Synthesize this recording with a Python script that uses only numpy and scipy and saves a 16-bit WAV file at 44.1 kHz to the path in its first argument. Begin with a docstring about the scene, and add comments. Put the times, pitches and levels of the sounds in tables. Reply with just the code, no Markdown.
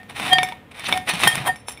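"""A small kitchen, one microphone close to a ceramic plate. Crisp fried banana slices are tipped onto
it from a wire strainer. The crusts rasp as they slide, then land with a crunch and a soft thump.
The plate rings when it is hit; the strainer clinks against it and jingles as it is shaken empty.
Behind them are a short echo off the walls and quiet room noise."""
import sys
import numpy as np
from scipy import signal
from scipy.fft import rfft, irfft
from scipy.io import wavfile

SR = 44100
rng = np.random.default_rng(int(sys.argv[2]) if len(sys.argv) > 2 else 0)


def log_audio(samples):
    """Write samples as a 16-bit WAV file to the path given in sys.argv[1]."""
    # one column per channel
    frames = np.atleast_2d(samples).T
    # limit to full scale, then quantise
    limited = np.clip(frames, -1, 1)
    pcm = np.round(limited * 32767).astype(np.int16)
    wavfile.write(sys.argv[1], SR, pcm)


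N = 79380
TIME = np.arange(N) / SR

# Crusts sliding over the wires and each other: time_s, level_db, extra_treble_db
SLIDE = [(0, -52.5, -15), (.083, -63, -11.5), (.142, -52, -1), (.162, -33.5, 0.5), (.21, -30, -0.5),
         (.262, -23.5, 0), (.33, -30, -0.5), (.41, -37.5, -3.5), (.49, -40, 1.5), (.58, -55.5, -8),
         (.70, -77, -18), (.745, -46.5, -1), (.80, -35.5, 1.5), (.84, -42.5, -6), (.94, -25, -4),
         (.99, -39, -4), (1.062, -53, 1), (1.078, -22.5, -31), (1.14, -29, 1), (1.188, -31, 2),
         (1.21, -27, 6.5), (1.26, -22.5, 1), (1.33, -32, 7.5), (1.38, -25, -0.5), (1.45, -38.5, -6),
         (1.50, -41.5, -3), (1.57, -53, 1), (1.66, -60.5, -6), (1.695, -37, 12), (1.76, -54, 2),
         (1.8, -51, -10)]
# Slices landing: peak_s, level_db, extra_body_db, extra_treble_db, rise_s, t60_s
LANDINGS = [(0.099, -34.5, 4.5, 1, 0.0045, 0.095), (.716, -39, 0, 0.5, 0.0035, 0.064),
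            (0.869, -25.5, -20, -2.5, 0.025, 0.13), (0.889, -17, 3.5, 2, .002, 0.026),
            (1.095, -15.5, -4.5, 5, 0.0091, 0.074), (1.236, -9, 1.5, -1, 0.0046, 0.058),
            (1.255, -21.5, -4, -1, 0.0027, 0.076), (1.279, -25, 9, 13, 0.0014, 0.026),
            (1.474, -25, 12.5, 6, .011, 0.083)]
# Breaking crust, heard close: frequency_hz, level_db
CRUST_SPECTRUM = [(100, -39.5), (250, -9.5), (480, -6.5), (900, 3), (1450, -1), (2350, 3.5), (3000, -2.5),
                  (3700, -2), (4600, -15), (5800, -14.5), (6800, -23), (8000, -17), (9500, -9),
                  (11200, -22), (15500, -25.5)]

def crusts(body_edge_hz=1620, treble_edge_hz=5300):
    """Sliding and landing both break the crust; the crunch's body, middle and treble follow them."""
    slide_db, extra_db = in_time(SLIDE)
    band_power = from_db([slide_db, slide_db, slide_db + extra_db]) ** 2
    for peak_s, db, body_db, treble_db, rise_s, t60_s in LANDINGS:
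        band_gains = from_db([[db + body_db], [db], [db + treble_db]])
        band_power += (band_gains * swell(peak_s, rise_s, t60_s)) ** 2
    crunch_spectrum = rfft(colour(crackle(), CRUST_SPECTRUM))
    hz = np.fft.rfftfreq(N, 1 / SR)
    body, below_treble = [1 / (1 + (hz / edge) ** 6) for edge in (body_edge_hz, treble_edge_hz)]
    bands = irfft(crunch_spectrum * np.array([body, below_treble - body, 1 - below_treble]), N)
    return np.sum(bands * np.sqrt(band_power), axis=0)


def crackle(fractures_per_s=2200, spread_db=3):
    """Tiny fractures of uneven size over a fine rasp, coming in clumps."""
    sizes = from_db(spread_db * np.minimum(rng.exponential(1, N), 4))
    signs = rng.choice([-1, 1], N)
    fractures = rms_one(sizes * signs * (rng.random(N) < fractures_per_s / SR))
    clumps = flutter(depth_db=1.3, below_hz=106.6)
    rasp = 0.44 * rng.standard_normal(N)
    return rms_one((fractures + rasp) * clumps)


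# Weight of the pile tumbling on the plate: time_s, level_db
TUMBLE = [(0, -52.5), (.13, -50.5), (.18, -40.5), (.33, -35), (.45, -41.5), (.62, -54.5), (.78, -56.5),
          (.87, -43.5), (.91, -31), (1.05, -47), (1.09, -38.5), (1.19, -43.5), (1.26, -25.5), (1.31, -47),
          (1.40, -42.5), (1.50, -35.5), (1.59, -63), (1.8, -50)]
# Its dull tone: frequency_hz, level_db
TUMBLE_SPECTRUM = [(25, -27), (60, -11), (125, -1), (175, 0), (240, -7), (330, -5.5), (500, -20),
                   (1000, -34.5)]
# Soft knocks of the slices: peak_s, level_db, pitch_hz, t60_s
THUMPS = [(0.524, -24, 940, 0.034), (1.138, -23.5, 170.8, 0.14), (1.271, -35, 69, .09),
          (1.337, -29, 137, 0.12), (1.375, -22.5, 167, 0.056), (1.403, -25.5, 138, 0.22),
          (1.52, -41.5, 165, 0.1)]

def pile():
    """The soft weight of the slices: a low tumble and a few thumps."""
    bass_db, = in_time(TUMBLE)
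    tumble = colour(rng.standard_normal(N) * from_db(bass_db), TUMBLE_SPECTRUM)
    thumps = sum(from_db(db) * ring(peak_s, hz, t60_s, rise_s=0.0013) for peak_s, db, hz, t60_s in THUMPS)
    return tumble + thumps


# Modes of the ceramic plate: pitch_hz
PLATE_HZ = [742, 1831, 3213, 4723, 6368, 7335, 8043, 9266, 9800, 11197, 13272, 13960, 14510]
# The same modes ringing freely: level_db, t60_s
PLATE_RING = [(0.5, 0.27), (0, 0.35), (-2.5, 0.16), (-2, 0.47), (-7.5, 0.14), (-8, 0.34), (-2.5, 0.07),
              (5.5, 0.2), (-7.5, 0.14), (-5, 0.18), (-10.5, 0.14), (-19, 0.11), (-10, 0.06)]
# Blows on the plate; the spot decides which modes ring:
# peak_s, first_mode_db, second_mode_db, third_mode_db, upper_modes_db, tilt_db_per_octave, rise_s, t60_ratio
PLATE_BLOWS = [(.002, -47, -41.5, -60, -74, -4, 0.0034, 0.92),
               (0.33, -10, -14, -11.5, -46, -1, 0.011, 0.28),
               (.335, -35, -24.5, -5, -37.5, -13, 0.0049, 0.42),
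               (.359, -17, -17.5, -22.5, -66, 6, 0.0088, 1.1),
               (.387, -16.5, -25.5, -37, -60, 6, 0.00085, 1.13),
               (.432, -21.5, -44, -51, -64, 3, 0.0028, 1.04), (.970, -21, -31.5, -42, -47, 10, 0.028, 0.8),
               (1.276, -33, -12.5, -8.5, -23.5, 15, 0.0035, 0.72),
               (1.33, -31.5, -49, -18.5, -55, -6, 0.021, 0.22),
               (1.476, -25, -34, -21, -33, 18, 0.0095, 0.71),
               (1.497, -15.5, -16, -26, -54.5, -9, 0.016, 0.4)]

def plate(twin_split_hz=16, twin_db=-12.5):
    """The plate rings in beating pairs of modes, damped by the food that lies on it."""
    out = np.zeros(N)
    octaves = np.log2(PLATE_HZ[3:])
    for peak_s, *low_modes_db, upper_db, tilt, rise_s, t60_ratio in PLATE_BLOWS:
        strengths_db = np.r_[low_modes_db, upper_db + tilt * (octaves - octaves.mean())]
        for hz, (db, t60_s), strength_db in zip(PLATE_HZ, PLATE_RING, strengths_db):
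            mode = ring(peak_s, hz, t60_s * t60_ratio, rise_s)
            twin = ring(peak_s, hz + twin_split_hz, t60_s * t60_ratio, rise_s)
            out += from_db(db + strength_db) * (mode + from_db(twin_db) * twin)
    return out


# Hard contacts of the strainer: start_s, clack_db, tick_db, frame_db, wires_db
CLINKS = [(.032, -22.5, -34.5, -61, -65), (0.1986, -7, -13.5, -46, -47), (0.332, 6, 1, -47, -51),
          (0.3846, 10, -27, -11.5, -38), (0.4314, 3, -6, -19.5, -29), (.488, -9.5, -18.5, -36, -53),
          (0.5229, -12.5, -33, -35, -54), (0.796, -21, -15, -37.5, -62), (.8435, -8, -18, -47, -56),
          (.885, -10, -12, -40, -50), (.9255, 5.5, -9, -12.5, -36.5), (.9755, -4.5, -9, -36, -44),
          (1.092, -16, -11, -44, -34), (1.136, -6, -16, -53, -34.5), (1.201, -4, -19, -29, -65),
          (1.2733, 10, -9, -38, -42), (1.276, 8, 7.5, -45, -26), (1.3551, -3, -1.5, -39, -35.5),
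          (1.559, -18, -29, -45.5, -46), (1.6846, -7, -13, -55, -32.5), (1.7743, -32, -40, -38, -49.5)]
# The low clack and bright tick of a contact: frequency_hz, level_db
CLACK_SPECTRUM = [(100, -23.5), (350, -9), (600, -1), (950, 3.5), (1400, -2), (2300, -4.5), (3600, -3),
                  (5000, -18), (15000, -47)]
TICK_SPECTRUM = [(1000, -16), (4000, -1.5), (5400, 4), (6800, -5.5), (9700, 9), (12000, -9), (15500, -2.5)]
# Modes of the strainer's frame and wires: pitch_hz, level_db, t60_s
FRAME_MODES = [(2278, 2, 0.067), (2182, -16, 0.26), (2298, -11.5, .17), (3572, 4.5, 0.025),
               (3670, -18.5, 0.23)]
WIRE_MODES = [(5426, -0.5, 0.11), (6150, -7, 0.075), (7446, -10, 0.093), (7640, -7.5, 0.039),
              (9180, 0, 0.056), (9960, 3, 0.076), (11500, -17, .1), (12700, -27, .12), (13500, -16.5, 0.12),
              (15450, -24, .1)]

def strainer_clinks():
    """Each contact gives a clack and a tick and rings the wires and the loose, rattling frame."""
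    start_s, clack_db, tick_db, frame_db, wires_db = np.transpose(CLINKS)
    rattle = rms_one(flutter(depth_db=2.5, below_hz=112))
    frame = struck(start_s, frame_db, FRAME_MODES) * rattle
    wires = struck(start_s, wires_db, WIRE_MODES)
    clacks = contact(start_s, clack_db, CLACK_SPECTRUM, click_db=0, chatter_db=-2.5)
    ticks = contact(start_s, tick_db, TICK_SPECTRUM, click_db=-6.5, chatter_db=0)
    return clacks + ticks + frame + wires


def struck(start_s, level_db, modes, scatter_db=3):
    """Every blow rings every mode with a strength of its own."""
    offsets_db = scatter_db * rng.standard_normal((len(start_s), len(modes)))
    return sum((-1) ** k * resonate(clicks(start_s, level_db + offsets_db[:, k]), [mode])
               for k, mode in enumerate(modes))


def contact(start_s, level_db, spectrum, click_db, chatter_db):
    """Hard surfaces meet: a click wrapped in a few milliseconds of chatter."""
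    gains = from_db(level_db + chatter_db)
    chatter = sum(gain * burst(t60_s=0.015, peak_s=s, rise_s=0.00046) for s, gain in zip(start_s, gains))
    return colour(clicks(start_s, level_db + click_db) + chatter, spectrum)


# Slices brushing the wires: peak_s, level_db, rise_s, t60_s
SWISHES = [(.27, -44, 0.069, 0.25), (.868, -28.5, 0.015, 0.071), (1.10, -23.5, 0.0087, 0.11),
           (1.145, -36.5, 0.0084, .25), (1.225, -29, 0.018, .15)]
# Their thin tone: frequency_hz, level_db
SWISH_SPECTRUM = [(1500, -22), (2700, 2), (3500, 1.5), (4400, 0.5), (5100, -19), (5950, -2.5), (6700, -23),
                  (15000, -38)]

def swishes():
    """The crust of a slice crackles as it runs along the wires."""
    return colour(crackle() * swells(SWISHES), SWISH_SPECTRUM)


# Shakes of the strainer: peak_s, level_db, rise_s, t60_s
SHAKES = [(1.478, -49, .01, 0.057), (1.605, -54, .03, 0.11), (1.685, -34, 0.0068, 0.074),
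          (1.722, -35.5, 0.0099, 0.1)]

def wire_shiver():
    """The wires shiver as the strainer is shaken empty."""
    return rms_one(resonate(rng.standard_normal(N), WIRE_MODES)) * swells(SHAKES)


# Modes of the loaded mesh: pitch_hz
MESH_HZ = [840, 934, 1263, 2407, 2736, 2913, 3107, 3560, 5850, 6020]
MESH_DB, MESH_T60_S = [5.5, 0.5, -6.5, 2, -0.5, 5.5, -2.5, 7, -7, -8], 0.073

def rubbing(crunch, loaded_t60_ratio=0.45, plate_db=-11.5, wires_db=-22, mesh_db=-10):
    """The scraping crusts keep the plate, the wires and the mesh softly ringing."""
    loaded_plate = [(hz, db, t60_s * loaded_t60_ratio) for hz, (db, t60_s) in zip(PLATE_HZ, PLATE_RING)]
    mesh = [(hz, db, MESH_T60_S) for hz, db in zip(MESH_HZ, MESH_DB)]
    bodies = [(loaded_plate, plate_db), (WIRE_MODES, wires_db), (mesh, mesh_db)]
    return crunch.std() * sum(from_db(db) * rms_one(resonate(crunch, modes)) for modes, db in bodies)


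def kitchen_echo(near, level_db=-17):
    """The walls send a short, dulled echo back to the microphone."""
    reflections = lowpass(burst(t60_s=0.36), hz=4680)
    return from_db(level_db) * signal.fftconvolve(near, reflections)[:N]


# The kitchen's background noise: frequency_hz, level_db
ROOM_SPECTRUM = [(25, -20), (60, -0.5), (125, 4), (160, -6), (220, 2), (280, 0), (350, -17.5), (450, -2.5),
                 (700, -8.5), (1100, -12), (2200, -15), (3500, -21), (6000, -47), (15000, -53)]

def room_tone(level_db=-48.5):
    """Quiet, steady, low noise all around the microphone."""
    return from_db(level_db) * colour(rng.standard_normal(N), ROOM_SPECTRUM)


def from_db(db):
    """Decibels to gain."""
    return 10 ** (np.asarray(db) / 20)


def rms_one(x):
    """Scale to unit rms."""
    return x / np.sqrt(np.mean(x ** 2) + 1e-20)


def in_time(rows):
    """The columns of a curve, sample by sample."""
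    time_s, *columns = np.transpose(rows)
    return [np.interp(TIME, time_s, column) for column in columns]


def lowpass(x, hz):
    """Second-order Butterworth low-pass."""
    return signal.sosfilt(signal.butter(2, hz, fs=SR, output="sos"), x)


def flutter(depth_db, below_hz):
    """A gain that wavers at random."""
    return from_db(depth_db * rms_one(lowpass(rng.standard_normal(N), below_hz)))


def colour(x, spectrum):
    """Causal filter with the given spectrum; white noise keeps its power."""
    hz, db = np.transpose(spectrum)
    grid_hz = np.maximum(np.fft.rfftfreq(2 * N, 1 / SR), 1)
    gains = rms_one(from_db(np.interp(np.log(grid_hz), np.log(hz), db)))
    cepstrum = irfft(np.log(gains))
    folded = np.r_[cepstrum[0], 2 * cepstrum[1:N]]  # minimum phase
    return irfft(rfft(x, 2 * N) * np.exp(rfft(folded, 2 * N)))[:N]


def swell(peak_s, rise_s, t60_s):
    """Exponential rise to a peak, then free decay."""
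    t = TIME - peak_s
    return np.exp(np.where(t < 0, t / max(rise_s, 1e-5), -np.log(1000) * t / t60_s))


def swells(rows):
    """The joint envelope of several swells."""
    return sum(from_db(db) * swell(peak_s, rise_s, t60_s) for peak_s, db, rise_s, t60_s in rows)


def ring(peak_s, hz, t60_s, rise_s):
    """One mode swelling and dying away."""
    return np.sin(2 * np.pi * hz * (TIME - peak_s)) * swell(peak_s, rise_s, t60_s)


def burst(t60_s, peak_s=0, rise_s=0):
    """Dying noise of unit energy."""
    noise = rng.standard_normal(N) * swell(peak_s, rise_s, t60_s)
    return noise / np.linalg.norm(noise)


def clicks(start_s, level_db):
    """Single impulses at the given times and levels."""
    out = np.zeros(N)
    out[(start_s * SR).astype(int)] = from_db(level_db)
    return out


def resonate(drive, modes):
    """Pass a drive through modes of alternating sign; a unit click rings each at its own level."""
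    out = np.zeros(N)
    for k, (hz, db, t60_s) in enumerate(modes):
        decay, angle = from_db(-60 / (t60_s * SR)), 2 * np.pi * hz / SR
        feedback = [1, -2 * decay * np.cos(angle), decay * decay]
        out += (-1) ** k * from_db(db) * signal.lfilter([0, np.sin(angle)], feedback, drive + 1e-18)
    return out


def scene():
    """Food, strainer and plate close up, in mono; the food and strainer echo in the kitchen."""
    crunch = crusts()
    near = crunch + rubbing(crunch) + pile() + wire_shiver() + swishes() + strainer_clinks()
    return (near + plate() + kitchen_echo(near) + room_tone())[None]


def record(dry, cutoff_hz=15550):
    """The loudest peaks overload the recorder, and the top of the treble is cut."""
    top_cut = signal.ellip(12, 0.1, 80, cutoff_hz, fs=SR, output="sos")
    return signal.sosfilt(top_cut, np.clip(dry, -1, 1))


dry = scene()
out = record(dry)
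log_audio(out)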